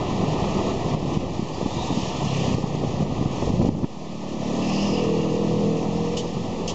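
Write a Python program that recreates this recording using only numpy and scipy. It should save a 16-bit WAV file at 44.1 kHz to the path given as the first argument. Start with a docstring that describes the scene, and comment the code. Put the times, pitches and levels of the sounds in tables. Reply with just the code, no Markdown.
"""Busy roundabout in the wind

Distant traffic is bands of shaped noise; vehicles whine past as noise in unsteady resonances.
A near engine, a harmonic series on its firing rate, sags and climbs; three puffs of air, the first
fainter and shorter, are shaped noise bursts. Wind thumps are short pressure swings with rough edges;
the level of the other sounds steps down and recovers.
Soft overload, four notches and a band limit make the sound of a small camera."""
import sys
import numpy as np
from scipy import signal
from scipy.io import wavfile
from scipy.ndimage import uniform_filter1d

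SR = 44100
rng = np.random.default_rng(int(sys.argv[2]) if len(sys.argv) > 2 else 0)


def generate_wav(signal):
    """Clip the signal to [-1, 1] and save it as 16-bit WAV at the path in sys.argv[1]."""
    frames = np.transpose(np.atleast_2d(signal))
    scaled = np.clip(frames, -1, 1) * 32767
    pcm = np.round(scaled).astype(np.int16)
    wavfile.write(sys.argv[1], SR, pcm)


def ratio_of_db(decibels):
    """Turn decibels (scalar or array-like) into linear amplitude factors; 0 dB maps to 1."""
    return 10 ** (np.asarray(decibels, float) / 20)


N = 297234  # length in samples

# relative spectra of the traffic and wind layers, lowest first: frequency_hz, density_db
RUMBLE_SPECTRUM = [(15, -16), (30, -10.5), (70, -1), (130, 3.5), (250, -5.5), (450, -7), (1000, -23.5)]
DRONE_SPECTRUM = [(25, -20.5), (60, -9), (110, -5.5), (170, 2), (300, -0.5), (480, -4.5), (800, -25.5)]
ROAR_SPECTRUM = [(250, -5), (500, -4), (750, -1.5), (1200, -7.5), (1450, -14), (1900, -40)]
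HISS_SPECTRUM = [(1100, -36.5), (1700, 0), (2200, -2.5), (2750, -1), (3600, -5), (5000, -16.5)]
FIZZ_SPECTRUM = [(2800, -25.5), (4200, 0.5), (5500, 0.5), (7000, -0.5), (8200, -12.5), (8900, -19)]
# level of the distant traffic: time_s, level_db
STREET_LEVEL = [(0, -30), (.5, -29), (.95, -30), (1.2, -27), (1.45, -30.5), (1.8, -32), (2.2, -30),
                (2.6, -29), (3.1, -29.5), (3.6, -31.5), (3.86, -35.5), (4.3, -34), (4.6, -29), (5.0, -30),
                (5.3, -33.5), (5.9, -34.5), (6.4, -36), (6.74, -35)]
# strength of the wind buffeting the microphone: time_s, level_db
WIND_LEVEL = [(0, -29.5), (.6, -29), (.85, -27.5), (1.2, -24), (1.5, -28.5), (1.8, -28), (2.3, -36),
              (2.6, -25.5), (2.8, -32), (3.05, -22), (3.35, -26.5), (3.62, -17.5), (3.84, -23), (3.88, -38),
              (4.2, -42), (4.6, -34), (5.6, -34.5), (6.74, -34)]
# vehicles going by, which add hiss and fizz: closest_s, fizz_db, half_power_s (time until 3 dB softer)
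PASSES = [(.6, -47.5, -0.3), (1.3, -45.5, 0.23), (1.9, -39.5, 0.28), (2.5, -41.5, 0.23), (3.5, -43, .2),
          (4.7, -40.5, 0.1879), (5.8, -48, 0.84)]
# levels relative to the street, but BUFFET_DB (drone) to the wind and PASS_HISS_DB to the fizz of a pass
DRONE_DB, HISS_DB, FIZZ_DB, BUFFET_DB, PASS_HISS_DB = 1.5, -10.5, -19.5, 2, 1

# hardest wind thumps on the microphone: centre_s, swing_db, pitch_hz
HARD_THUMPS = [(0.426, -13.5, 140), (0.57, -13, 257), (0.949, -12, 177), (1.029, -15, 198),
               (1.173, -9, 173), (1.395, -10, 222), (1.43, -14.5, 158), (1.583, -19, 305),
               (1.614, -13, 380), (1.63, -13.5, 222), (1.662, -9, 242), (1.77, -14.5, 189),
               (1.906, -13, 250), (1.914, -14.5, 229), (1.927, -13, 209), (1.975, -11.5, 200),
               (2.034, -15.5, 140.2), (2.547, -12, 165), (2.584, -13.5, 382), (2.642, -12.5, 175),
               (2.75, -16, 259), (2.838, -13.5, 420), (2.848, -13.5, 255), (3.006, -11.5, 239),
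               (3.03, -13, 139), (3.214, -10.5, 214), (3.226, -12.5, 252), (3.259, -8.5, 167.2),
               (3.426, -11, 327), (3.494, -14, 110), (3.504, -8.5, 205), (3.54, -11, 180),
               (3.6, -10.5, 143), (3.616, -9.5, 280), (3.651, -10, 285), (3.667, -11.5, 253),
               (3.691, -3.5, 248), (3.752, -21, 180), (3.791, -20.5, 220), (3.834, -12, 182),
               (3.844, -7, 238)]
# rough edge of a thump: dB at 200 Hz, plus dB for each dB of swing, plus dB for each octave of pitch
EDGE_DB, EDGE_GROWTH, EDGE_OCTAVE_DB = -27, 0.34, 4.5
# light thumps: number a second, dB over the wind, spread either way in dB, pitch range in Hz
TAPS_PER_S, TAP_DB, TAP_SPREAD_DB, TAP_LOW_HZ, TAP_HIGH_HZ = 7, 7.5, 4.5, 120, 300

# noisy notes of passing vehicles, exhaust hum to belt and gear whine: start_s, end_s, pitch_hz, width_hz, level_db
WHINES = [(.15, .6, 153, 8, -33), (.4, .8, 196, 8, -33), (.5, .85, 360, 10, -35), (.8, 1.15, 148, 8, -30),
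          (.85, 1.3, 346, 10, -36), (.4, 1.25, 675, 120, -38), (1.45, 2.2, 850, 300, -35),
          (1.49, 1.6, 4700, 250, -50), (1.52, 1.74, 3450, 220, -49), (1.66, 2.0, 3700, 380, -42),
          (1.73, 1.81, 2420, 150, -48), (1.85, 2.25, 3150, 800, -43), (2.2, 2.6, 2950, 900, -42),
          (2.25, 2.34, 4220, 250, -48), (4.55, 5.12, 2750, 450, -38.5), (4.9, 5.4, 2770, 200, -47),
          (4.6, 5.08, 5150, 1100, -42), (4.92, 5.0, 5000, 200, -47)]
# downward steps of level, each of which fades away: time_s, step_db
LEVEL_STEPS = [(0.72, -2), (0.95, -5), (1.176, -5), (2.552, -6.5), (3.031, -3), (3.5, -3.5), (3.691, -6.5)]
RECOVERY_S = 0.64  # time constant

# air valve: start_s, level_db, decay_ms
PUFFS = [(1.134, -37, 24), (6.167, -29.5, 40), (6.675, -29.5, 42)]
# relative spectrum of the air jet: frequency_hz, density_db
PUFF_SPECTRUM = [(1200, -25), (2300, -5), (3000, 10), (4000, 1), (5200, 4), (7000, 3), (9000, -13)]

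# near engine, one table for each stretch: time_s, firing_hz, load_db
ENGINE_STRETCHES = [
    [(2.0, 36.6, -44), (2.26, 34.9, -29), (2.45, 32.6, -27.5), (2.7, 30.1, -26), (3.0, 28.6, -28),
     (3.25, 27.5, -40)],
    [(3.88, 41.3, -40), (3.96, 40.5, -36), (4.12, 37.5, -32), (4.4, 35.2, -27), (4.69, 38.7, -25),
     (5.0, 40.8, -26), (5.3, 40.2, -27), (5.72, 40.8, -27), (6.15, 43.4, -30), (6.27, 43.8, -34.5),
     (6.74, 43.9, -36)],
]
# one firing of each stretch, which times all the others: firing_s
FIRING_TIMES = [2.422, 5.127]
# colour of the exhaust pipe before scaling: frequency_hz, gain_db
EXHAUST_COLOUR = [(30, -25.5), (80, -19.5), (120, -12.5), (160, -3.5), (198, 1), (245, -7), (325, -7.5),
                  (370, -13.5), (410, -17), (570, -16), (700, -19.5)]
# the first stretch sounds deeper, as from a longer pipe: frequency_factor for each stretch
PIPE_SCALES = [.74, 1.]
# the boom opens when the tailpipe turns to the microphone, then fades with distance
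BOOM_HZ, BOOM_WIDTH_HZ = 468, 42
BOOM_S, BOOM_OPEN_S, BOOM_DB, BOOM_DB_PER_S = 4.9, 0.027, 18.5, -2.5

# notches of the camera's filter: frequency_hz, width_hz
NOTCHES = [(1400, 230), (1601, 466), (2150, 149), (7997, 860)]
CEILING = .38  # limit of the microphone's soft overload, full scale = 1
EDGE_HZ = 8350  # band limit
OFFSET = .0141  # constant offset of the converter, full scale = 1


def evened(x):
    """Normalisation of mean power: scales to rms 1."""
    return x / np.sqrt(np.mean(x ** 2) + 1e-20)


def add(mix, s, sound):
    """Superposition: mixes a sound in at s seconds."""
    part = mix[max(round(s * SR), 0):][:len(sound)]
    part += sound[:len(part)]


def resonate(x, hz, width_hz):
    """Heterodyne resonance of gain 1: shifts the curve hz to zero, smooths, shifts back."""
    turn = np.exp(2j * np.pi * np.cumsum(hz * np.ones(len(x))) / SR)
    r = np.exp(-np.pi * width_hz / SR)
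    smooth = signal.lfilter([1 - r], [1, -r], x / turn)
    return 2 * (turn * smooth).real


def wander(size, hz):
    """Low-pass random process of rms 1, changing about hz times a second."""
    knot_rate_hz = 200
    knots = rng.standard_normal(int(size / SR * knot_rate_hz) + 2)
    knots = uniform_filter1d(knots, max(int(knot_rate_hz / hz), 1))
    return evened(np.interp(np.arange(size) * knot_rate_hz / SR, np.arange(len(knots)), knots))


def noise(spectrum, size, patchy_db):
    """Spectral synthesis: random short-time spectra of one colour, in louder and softer patches."""
    frames, hz = size // 256 + 5, np.fft.rfftfreq(1024, 1 / SR)
    real, imaginary, patches = rng.standard_normal((frames, 513, 3)).T
    patches = uniform_filter1d(patches, size=10, axis=0)
    patches = evened(uniform_filter1d(patches, size=10, axis=1))
    f, db = np.transpose(spectrum)
    colour_db = np.interp(np.log(hz + 1), np.log(f + 1), db, -70, -70)
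    z = (real + 1j * imaginary) * ratio_of_db(colour_db[:, None] + patchy_db * patches)
    return evened(signal.istft(z, nperseg=1024, noverlap=768)[1][:size])


def traffic():
    """Sum of incoherent sources: engine, tyre and wind noise, lumpy below and fluttering together above."""
    t = np.arange(N) / SR
    roar = ratio_of_db(np.interp(t, *np.transpose(STREET_LEVEL)))
    rumble = ratio_of_db(np.interp(t, *np.transpose(WIND_LEVEL)))
    passing = np.sqrt(sum(ratio_of_db(db) ** 2 / (1 + ((t - s) / half_s) ** 2) for s, db, half_s in PASSES))
    # independent parts add in power
    drone = np.hypot(ratio_of_db(DRONE_DB) * roar, ratio_of_db(BUFFET_DB) * rumble)
    hiss = np.hypot(ratio_of_db(HISS_DB) * roar, ratio_of_db(PASS_HISS_DB) * passing)
    fizz = np.hypot(ratio_of_db(FIZZ_DB) * roar, passing)
    lumps, flutter = wander(N, hz=40.25), wander(N, hz=24.4)
    low = rumble * noise(RUMBLE_SPECTRUM, N, patchy_db=-0.2) * ratio_of_db(0.65 * lumps)
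    low += drone * noise(DRONE_SPECTRUM, N, patchy_db=1.5) * ratio_of_db(1.77 * lumps - 3.5)
    low += roar * noise(ROAR_SPECTRUM, N, patchy_db=1.0) * ratio_of_db(0.97 * lumps)
    high = hiss * noise(HISS_SPECTRUM, N, patchy_db=0.5)
    high += fizz * noise(FIZZ_SPECTRUM, N, patchy_db=1.0) * ratio_of_db(0.97 * wander(N, hz=70))
    return low + high * ratio_of_db(0.46 * flutter)


def thump(s, db, hz, phase):
    """Wind pressure on a microphone: a lump about one cycle long, with a short rough edge that reaches higher."""
    t = np.arange(-1024, 1024) / SR
    swing = np.cos(2 * np.pi * (hz * t + phase)) * np.exp(-(t * hz / 0.53) ** 2)
    edge = rng.standard_normal(len(t))
    edge = resonate(resonate(edge, 650, 700), 650, 700)
    edge = evened(edge) * np.exp(-(t / .0035) ** 2)
    edge_db = EDGE_DB + EDGE_GROWTH * db + EDGE_OCTAVE_DB * np.log2(hz / 200)
    return s - 1024 / SR, ratio_of_db(db) * swing + ratio_of_db(edge_db) * edge


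def taps():
    """Random arrivals: rows of light thumps (s, dB, Hz), whose level follows the wind."""
    when, size, pitch = rng.random((round(TAPS_PER_S * N / SR), 3)).T
    s = .03 + when * (N / SR - .03)
    db = np.interp(s, *np.transpose(WIND_LEVEL)) + TAP_DB + TAP_SPREAD_DB * (2 * size - 1)
    return list(zip(s, db, TAP_LOW_HZ * (TAP_HIGH_HZ / TAP_LOW_HZ) ** pitch))


def whine(start, end, mid_hz, width_hz, db):
    """Resonant filtering: noise in an unsteady resonance that swells and fades as the vehicle passes."""
    size = round((end - start) * SR)
    drift, chatter = wander(SR, hz=18)[:size], wander(SR, hz=35)[:size]
    hz = mid_hz + .15 * width_hz * drift
    band = rng.standard_normal(SR)[:size]
    band = resonate(resonate(band, hz, width_hz), hz, width_hz)
    # the broad ones come in bursts
    depth_db = 1.8 * min(width_hz / 200, 1)
    return start, ratio_of_db(db + depth_db * chatter) * evened(band) * np.sqrt(2 * np.hanning(size))


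def level_steps():
    """Exponential relaxation: the gain steps down at set times and creeps back."""
    t = np.arange(N) / SR
    return ratio_of_db(sum(db * (t > s) * np.exp(-np.maximum(t - s, 0) / RECOVERY_S) for s, db in LEVEL_STEPS))


def puff(s, db, ms):
    """Turbulent jet noise: a valve snaps open, the jet weakens and shuts, and the street rings on briefly."""
    u = np.arange(SR // 8) / SR / (ms / 1000)  # time in decay lengths
    opening = np.minimum(u * 12, 1)
    closing = .25 + .75 / (1 + u ** 8)
    shape = opening * ratio_of_db(-5 * u) * closing
    return s, ratio_of_db(db) * shape * noise(PUFF_SPECTRUM, len(u), patchy_db=1.1)


def engine(rows, firing_s, pipe_scale):
    """Harmonic series of the firing rate, each multiple wavering; those near the boom swell with it."""
    s, *columns = np.transpose(rows)
    t = np.arange(s[0], s[-1], 1 / SR)
    hz, load_db = (np.interp(t, s, c) for c in columns)
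    boom_open = (1 + np.tanh((t - BOOM_S) / BOOM_OPEN_S)) / 2
    boom_db = (BOOM_DB + BOOM_DB_PER_S * (t - BOOM_S)) * boom_open
    turns = np.cumsum(hz * (1 + .002 * wander(len(t), hz=8))) / SR  # firings so far
    turns -= np.interp(firing_s, t, turns)
    pipe_hz, pipe_db = np.transpose(EXHAUST_COLOUR)
    out = np.zeros(len(t))
    for k in range(1, 19):
        near = np.exp(-((k * hz - BOOM_HZ) / BOOM_WIDTH_HZ) ** 2)
        level = ratio_of_db(np.interp(k * hz, pipe_scale * pipe_hz, pipe_db) + near * boom_db)
        waver = 1 + .24 * wander(len(t), hz=7)
        # the high multiples arrive first, so each pulse is drawn out into a falling chirp
        lag = .2 - .024 * (k - 5) ** 2  # in cycles
        # reflections off passing vehicles slide the multiples against each other
        lag = lag + .13 * wander(len(t), hz=3)
        out += level * waver * np.cos(2 * np.pi * (k * turns - lag))
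    return s[0], np.sqrt(2) * ratio_of_db(load_db) * out * signal.windows.tukey(len(t), .04)


def scene():
    """Superposition: street sounds and light thumps under the level steps, then the hard wind thumps."""
    street = traffic()
    for row in taps():
        add(street, *thump(*row, phase=rng.random()))
    for row in WHINES:
        add(street, *whine(*row))
    for row in PUFFS:
        add(street, *puff(*row))
    for stretch in zip(ENGINE_STRETCHES, FIRING_TIMES, PIPE_SCALES):
        add(street, *engine(*stretch))
    street *= level_steps()
    for row in HARD_THUMPS:
        add(street, *thump(*row, phase=rng.random()))
    return street[None]


def low_pass(x):
    """Removes everything above the highest recorded frequency."""
    return signal.sosfilt(signal.butter(12, 9175, fs=SR, output="sos"), x)


def record(dry):
    """Saturation and linear filtering: soft overload, notches, band limit, then the converter's offset."""
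    x = CEILING * np.tanh(dry / CEILING)  # the hardest thumps are squeezed
    for hz, width_hz in NOTCHES:
        x = signal.lfilter(*signal.iirnotch(hz, hz / width_hz, SR), x)
    x = signal.sosfilt(signal.butter(20, EDGE_HZ, fs=SR, output="sos"), x)
    return low_pass(x + OFFSET)


dry = scene()
out = record(dry)
generate_wav(out)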